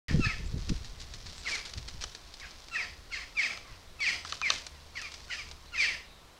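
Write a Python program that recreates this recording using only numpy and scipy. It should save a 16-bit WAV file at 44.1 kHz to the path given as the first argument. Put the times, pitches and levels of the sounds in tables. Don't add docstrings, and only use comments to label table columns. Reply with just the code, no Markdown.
import sys
import numpy as np
from scipy import signal
from scipy.fft import rfft, irfft, next_fast_len
from scipy.io import wavfile

SR = 44100
rng = np.random.default_rng(int(sys.argv[2]) if len(sys.argv) > 2 else 0)


def digitize_waveform(pressure):
    field = np.atleast_2d(pressure).T
    bounded = np.clip(field, -1, 1)
    quanta = np.round(bounded * 32767).astype(np.int16)
    wavfile.write(sys.argv[1], SR, quanta)


N = 281799
TIME = np.arange(N) / SR


def from_db(db):
    return 10 ** (np.asarray(db) / 20)


def rms_one(x):
    return x / np.sqrt(np.mean(x ** 2) + 1e-20)


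def automation(rows):
    times, *columns = np.transpose(rows)
    return [np.interp(TIME, times, column) for column in columns]


def colour(x, eq):
    size = next_fast_len(len(x) + 4096)
    bin_hz = np.arange(size // 2 + 1) * SR / size
    hz, db = np.transpose(eq)
    gain = from_db(np.interp(np.log(bin_hz + 1e-3), np.log(hz), db))
    return irfft(rfft(x, size) * gain, size)[:len(x)]


def noise(eq, size=N):
    return rms_one(colour(rng.standard_normal(size), eq))


def drift(per_s, size=N):
    steps = np.arange(size) * per_s / SR
    return np.interp(steps, np.arange(size), rng.standard_normal(size))


def add(out, s, sound):
    at = max(0, int(s * SR))
    part = out[at:at + len(sound)]
    part += sound[:len(part)]


# (frequency [Hz], gain [dB])
RUMBLE_EQ = [(15, -3), (35, -0.5), (70, -4.5), (110, -16.5), (250, -58), (1000, -100)]
FLUTTER_EQ = [(60, -7), (120, -3.5), (180, -10.5), (280, -20), (450, -22), (900, -52), (4000, -100)]
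# (time [s], level [dB])
BREEZE_LEVEL = [(.09, -42.5), (.6, -37), (.95, -47), (1.65, -50.5), (2, -46.5), (2.25, -55), (5.9, -57.5),
                (6.39, -61.5)]
# (time [s], peak level [dB], pitch [Hz])
EDDY_THUMPS = [(.112, -21.5, 196), (0.147, -10.5, 142), (0.174, -24, 164), (0.197, -15, 228),
               (0.271, -21, 124), (0.409, -31, 109), (.544, -23, 137), (0.572, -21.5, 76),
               (0.704, -23.5, 213), (0.721, -22, 184), (1.26, -40, 147), (1.778, -31, 70.6),
               (1.95, -37.5, 125), (3.72, -40, 40.3)]


def wind(eddy_cycles=0.52, wake_s=0.023):
    breeze = from_db(automation(BREEZE_LEVEL)[0] + 2.5 * drift(per_s=18))
    wake = sum(from_db(db) * np.exp(-((TIME - s) / wake_s) ** 2) for s, db, _ in EDDY_THUMPS)
    rumble = np.hypot(breeze, from_db(-20) * wake) * noise(RUMBLE_EQ)
    flutter = np.hypot(from_db(-10.5) * breeze, from_db(-14.5) * wake) * noise(FLUTTER_EQ)
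    out = rumble + flutter
    t = np.arange(-SR // 20, SR // 20) / SR
    for s, db, hz in EDDY_THUMPS:
        thump = -np.sin(2 * np.pi * hz * t) * np.exp(-(hz * t / eddy_cycles) ** 2)
        add(out, s + t[0], from_db(db) * thump)
    return out


# (frequency [Hz], gain [dB])
HUSH_EQ = [(59, -68), (100, -6), (791, -7), (879, -9.5), (977, -5.5), (1590, -11.5), (1880, -11),
           (2810, -13.5), (3850, -11.5), (15500, -31)]


def hush(level_db=-57):
    return from_db(level_db) * noise(HUSH_EQ)


# (time [s], level [dB])
TRICKLE_LEVEL = [(0, -53.5), (2.6, -55.5), (3.0, -61), (3.75, -58.5), (3.95, -66), (5.4, -55.5),
                 (6.39, -82)]
# (time [s], length [s], spray level [dB])
THRASH_BOUTS = [(.02, 0.23, -51.5), (0.574, 0.18, -52), (1.28, 0.24, -51), (1.481, 0.078, -38),
                (4.247, 0.098, -44.5), (4.513, 0.026, -37), (5.107, 0.14, -56.5)]


def falling_water_db(attack_s=0.008, release_s=0.05):
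    power = from_db(automation(TRICKLE_LEVEL)[0]) ** 2
    for s, length, db in THRASH_BOUTS:
        attack = np.clip((TIME - s) / attack_s, 0, 1)
        release = np.exp(-np.maximum(TIME - s - length, 0) / release_s)
        power += (from_db(db) * attack * release) ** 2
    return 10 * np.log10(power)


# (frequency [Hz], gain [dB])
SPRAY_EQ = [(400, -11), (900, -10), (1800, -6), (3000, -5.5), (4200, 0), (5600, -2), (7200, -11),
            (9000, -19.5), (12000, -35), (16000, -52)]


def droplets(per_s):
    sizes = from_db(2.8 * np.minimum(rng.exponential(1, N), 4)) * rng.standard_normal(N)
    lands = rng.random(N) < per_s / SR
    return rms_one(colour(sizes * lands, SPRAY_EQ))


def patter(trim_db=-1, flicker_db=1.2):
    return droplets(per_s=2800) * from_db(falling_water_db() + trim_db + flicker_db * drift(per_s=65))


def drips(per_s=90, decay_cycles=2.4, lowest_hz=2800):
    out = np.zeros(N)
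    t = np.arange(SR // 80) / SR
    water_db = falling_water_db()
    for when, softness, pitch in rng.random((int(per_s * N / SR), 3)):
        at, hz = int(when * N), lowest_hz * 2.4 ** pitch
        db = water_db[at] + 3 - 3 * np.log(softness + 0.06)
        bubble = np.sin(2 * np.pi * hz * t) * (1 - np.exp(-hz * t)) * np.exp(-hz * t / decay_cycles)
        add(out, at / SR, from_db(db) * bubble)
    return out


# (frequency [Hz], gain [dB])
THROAT_EQ = [(250, -32), (750, -74), (1100, -17), (1350, -10), (1700, -1.5), (2200, 2), (2600, 1.5),
             (3100, -12), (3700, -15.5), (4500, -7), (5300, -15), (6500, -23), (8200, -31), (11000, -59),
             (16000, -68)]
# (frequency [Hz], gain [dB])
RASP_EQ = [(700, -29), (1300, -10.5), (1700, -6), (2450, -5.5), (3200, -6), (3900, -11), (4600, -1.5),
           (5100, 3), (5550, -11), (7000, -11), (10000, -35.5), (16000, -47)]


def syrinx(rise_s, length, glide_hz, level_db, fundamental_db, overtones_db, rough, onset_db=-7):
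    size, edge_s = SR // 7, 0.005
    t = np.arange(size) / SR
    knots = [0, rise_s, length]
    pitch = np.interp(t, knots, glide_hz) * (1 + 0.035 * rough * drift(250, size))
    breakup = np.interp(t, knots, [0.5, 0.8, 1.4])
    jitter = (0.18 + 0.25 * rough) * np.minimum(breakup, 1) * drift(1300, size)
    phase = 2 * np.pi * np.cumsum(pitch) / SR + jitter
    buzz = 0
    for k, strength in enumerate(from_db([fundamental_db, 0] + [overtones_db] * 6), 1):
        swell = from_db(min(k - 1, 3) * 1.3 * drift(70, size))
        shimmer = 1 + rough * drift(391.7, size)
        buzz += strength * swell * shimmer * np.sin(k * phase)
    rasp_eq = [(hz, db + overtones_db * (hz > 3000)) for hz, db in RASP_EQ]
    rasp = noise(rasp_eq, size) * (1 + np.cos(phase))
    gate = np.clip(t / edge_s, 0, 1) * np.clip((length - t) / edge_s + 0.5, 0, 1)
    effort = from_db(level_db + np.interp(t, knots, [onset_db, 0, -8]))
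    return gate * effort * (colour(buzz, THROAT_EQ) + from_db(-4) * rough * breakup * rasp)


# (time [s], length [s], start pitch [Hz], end pitch [Hz], level [dB],
# upper overtones against the second harmonic [dB], roughness [0-1], lead-in [s])
JACKDAW_CALLS = [ (0.044, 0.09, 1300, 838, -37, -11, 0.87, 0), (0.251, .024, 910, 819, -27, -5, 0.22, 0.05),
                 (0.257, 0.091, 1300, 853, -34, -9, .4, 0), (1.459, 0.046, 1150, 809, -30, -6.5, 0.38, .02),
                 (1.51, 0.057, 1190, 1002, -29.5, -9, 0.08, 0.012),
                 (1.563, 0.053, 1277, 1060, -41, -8, 0.54, 0.015),
                 (2.407, 0.078, 1190, 618, -45.5, -9.5, 0.8, 0),
                 (2.749, 0.027, 990, 840, -27.5, -7.5, .25, 0.039),
                 (2.759, .095, 1345, 811, -32, -8.5, 0.37, 0),
                 (3.123, 0.055, 1151, 828, -34, 1, 0.41, 0.021),
                 (3.16, 0.087, 1249, 903, -44.5, -4, 0.72, 0.01),
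                 (3.368, 0.068, 1224, 843, -26, -3, 0.19, 0.02),
                 (3.419, .059, 1430, 821, -27, -2.5, .36, 0.0013),
                 (3.485, 0.055, 1322, 1072, -38, -9.5, 0.83, 0),
                 (3.647, 0.12, 1150, 886, -57, 0, .6, 0.0039), (4.003, .067, 1176, 868, -28, 0, .16, 0.018),
                 (4.055, .057, 1335, 896, -26.5, -3, 0.4, 0.01),
                 (4.11, 0.056, 1182, 982, -35.5, -4.5, 0.71, 0.0084),
                 (4.421, 0.1, 1263, 790, -28, -5.5, 0.28, 0), (4.718, .08, 1082, 878, -62, 5, 0.32, 0.001),
                 (4.954, 0.053, 1167, 812, -36, -1, 0.4, 0.0089),
                 (5.018, 0.075, 1285, 1042, -41.5, 0.5, 0.36, 0.011),
                 (5.302, 0.061, 1080, 837, -34.5, -1.5, 0.58, 0.018),
                 (5.37, 0.06, 1314, 1014, -40.5, 1.5, 0.45, 0),
                 (5.745, 0.044, 1130, 841, -33.5, -2.5, 0.38, 0.027),
                 (5.775, 0.092, 1290, 843.6, -24.5, -0.5, .24, 0.0035),
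                 (5.845, 0.11, 1315, 854, -33, -7, 0.42, 0.012)]


def jackdaws(rise_share=0.42, lead_rise_share=0.88, lead_overlap_s=0.0064, lead_db_per_s=411):
    out = np.zeros(N)
    for s, length, start_hz, end_hz, db, overtones_db, rough, lead_s in JACKDAW_CALLS:
        sag = 0.18 + 0.55 * rough
        glide_hz = [start_hz, start_hz + sag * (end_hz - start_hz), end_hz]
        fundamental_db = -38 + 4.5 * rough - db
        call = syrinx(rise_share * length, length, glide_hz, db, fundamental_db, overtones_db, rough)
        add(out, s, call)
        if lead_s > 0.005:
            held_s = lead_s + lead_overlap_s
            lead_hz = 1289 + 422 * rough - 129.8 * np.array([0, lead_rise_share, 1]) ** 2
            lead_db = -48 + lead_db_per_s * lead_s
            lead_in = syrinx(lead_rise_share * held_s, held_s, lead_hz, lead_db,
                             fundamental_db=6, overtones_db=-1, rough=rough, onset_db=-16)
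            add(out, s - lead_s, lead_in)
    return out


# (frequency [Hz], gain [dB])
GARDEN_EQ = [(700, 10), (1500, -1), (2300, -3), (3200, 8), (4000, 1.5), (5000, 6), (7000, 3.5),
             (12000, 16.5)]


def garden(x, build_s=0.0045, hold_s=0.047, near_t60_s=0.31, far_db=-21, far_t60_s=1.1):
    t = np.arange(SR) / SR
    near = from_db(-60 * np.maximum(t - hold_s, 0) / near_t60_s)
    far = from_db(far_db - 60 * t / far_t60_s)
    envelope = (1 - np.exp(-t / build_s)) * (near + far)
    response = rms_one(envelope * rng.standard_normal(len(t))) / np.sqrt(len(t))
    return colour(signal.fftconvolve(x, response)[:N], GARDEN_EQ)


# (time [s], length [s], top of the pitch arch [Hz], level [dB], scatter [0-1])
BIRD_PEEPS = [(0.443, 0.047, 7160, -56, 0.1), (1.348, 0.09, 7630, -55, 0.09),
              (2.695, 0.076, 7700, -62, .025), (4.193, 0.12, 8000, -64, .02),
              (5.657, 0.051, 4160, -55, 0.05), (5.979, 0.27, 3800, -60, 0.07),
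              (6.273, 0.042, 7700, -91, 0.05)]


def small_birds():
    out = np.zeros(N)
    for s, length, hz, db, scatter in BIRD_PEEPS:
        arch = np.sin(np.linspace(0, np.pi, int(length * SR)))
        pitch = hz * (0.963 + 0.039 * arch + scatter * drift(900, len(arch)))
        add(out, s, from_db(db) * arch * np.sin(2 * np.pi * np.cumsum(pitch) / SR))
    return out


# (time [s], level [dB], decay [s])
WING_STROKES = [(0.692, -30, 0.0055), (0.843, -42, 0.018), (1, -38.5, .007), (1.011, -42, .018),
                (1.135, -39.5, 0.015), (1.258, -40.5, .016), (1.542, -37.5, 0.021), (1.651, -37.5, 0.019),
                (1.69, -40, 0.011), (1.735, -36, 0.0061), (1.774, -36, 0.0098), (1.877, -38, 0.015),
                (2.01, -33.5, 0.007), (2.02, -35, 0.012), (2.0372, -29, 0.0051), (2.116, -45, .009),
                (2.148, -37, 0.0071), (2.339, -41.5, .007), (2.397, -40, 0.01), (2.508, -42, .006),
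                (2.684, -40, 0.0034), (4.003, -39, 0.0047), (4.295, -38, 0.0047), (4.665, -34.5, 0.0055),
                (5.015, -35.5, 0.0077), (5.119, -38.5, 0.0043), (5.139, -37, .007), (5.488, -43, 0.0038),
                (5.512, -41, 0.0052)]


def wing_splashes(trim_db=1, rise_share=0.18):
    power = np.zeros(N)
    t = np.arange(SR // 3) / SR
    for s, db, decay_s in WING_STROKES:
        envelope = (1 - np.exp(-t / (rise_share * decay_s))) * np.exp(-t / decay_s)
        add(power, s, (from_db(db + trim_db) * envelope) ** 2)
    return np.sqrt(power) * droplets(per_s=6000)


# (frequency [Hz], level [dB], time to fall 60 dB [s])
TUB_MODES = [(664, -25.5, 0.016), (1150, -23.5, 0.036), (2550, -9, 0.007), (2995, -18.5, 0.034),
             (3650, -4.5, 0.0061), (4250, -0.5, 0.0058), (4700, -5, 0.0023), (6350, -52, 0.0093),
             (6060, -4, 0.0068)]
# (time [s], crack level [dB], air pocket level [dB])
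WING_SLAPS = [(1.738, -27, -62), (2.0389, -18, -37), (3.5744, -28.5, -39), (4.249, -25, -24),
              (4.3235, -15, -22.5), (4.352, -29, -66), (4.415, -18.5, -22.5), (4.5016, -6.5, -30),
              (4.5035, -6.5, -18.5)]


def wing_slaps(contact_s=0.00067, pocket_hz=1450, sink_s=0.0276, plop_rise_s=0.0028, plop_decay_s=0.0037):
    out = np.zeros(N)
    t = np.arange(SR // 10) / SR
    contact = 1 - np.exp(-(t / contact_s) ** 2)
    pocket_tone = np.sin(2 * np.pi * np.cumsum(pocket_hz * np.exp(-t / sink_s)) / SR)
    gulp_eq = [(200, -14), (650, -7), (1200, 6), (1800, 5.5), (5000, -72)]
    for s, crack_db, pocket_db in WING_SLAPS:
        ring = 0
        for k, (hz, db, t60_s) in enumerate(TUB_MODES):
            struck_db = db + rng.standard_normal()
            ring += (-1) ** k * from_db(struck_db - 60 * t / t60_s) * np.sin(2 * np.pi * hz * t)
        churn = from_db(-11) * noise(SPRAY_EQ, len(t)) * np.exp(-t / 0.001)
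        gulp = from_db(-4) * noise(gulp_eq, len(t))
        plop = (pocket_tone + gulp) * (1 - np.exp(-t / plop_rise_s)) * np.exp(-t / plop_decay_s)
        add(out, s, from_db(crack_db) * contact * (ring + churn) + from_db(pocket_db) * plop)
    return out


# (time [s], pitch [Hz], level [dB])
ENGINE_HUM = [(2.8, 89.3, -82), (3.7, 87.1, -59.5), (4.4, 81.5, -56.5), (4.8, 74, -55), (5.7, 71.1, -58),
              (6.39, 70, -64)]


def far_engine():
    hz, db = automation(ENGINE_HUM)
    phase = 2 * np.pi * np.cumsum(hz * (1 + 0.018 * drift(per_s=13))) / SR
    return from_db(db + 2 * drift(per_s=8)) * (np.sin(phase) + 0.27 * np.sin(2 * phase))


def scene(call_send_db=-7, bath_send_db=-19, wall_db=-23, wall_delay_s=0.094):
    calls = jackdaws()
    bath = wing_splashes() + patter() + drips() + wing_slaps()
    echo = garden(from_db(call_send_db) * calls + from_db(bath_send_db) * bath)
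    add(echo, wall_delay_s, from_db(wall_db) * calls)
    return (calls + bath + echo + wind() + far_engine() + small_birds() + hush())[None]


def record(dry, opens_s=0.083, cutoff_hz=15750):
    lowpass = signal.ellip(12, 0.1, 80, cutoff_hz, fs=SR, output="sos")
    return signal.sosfilt(lowpass, dry * (TIME >= opens_s))


dry = scene()
out = record(dry)
digitize_waveform(out)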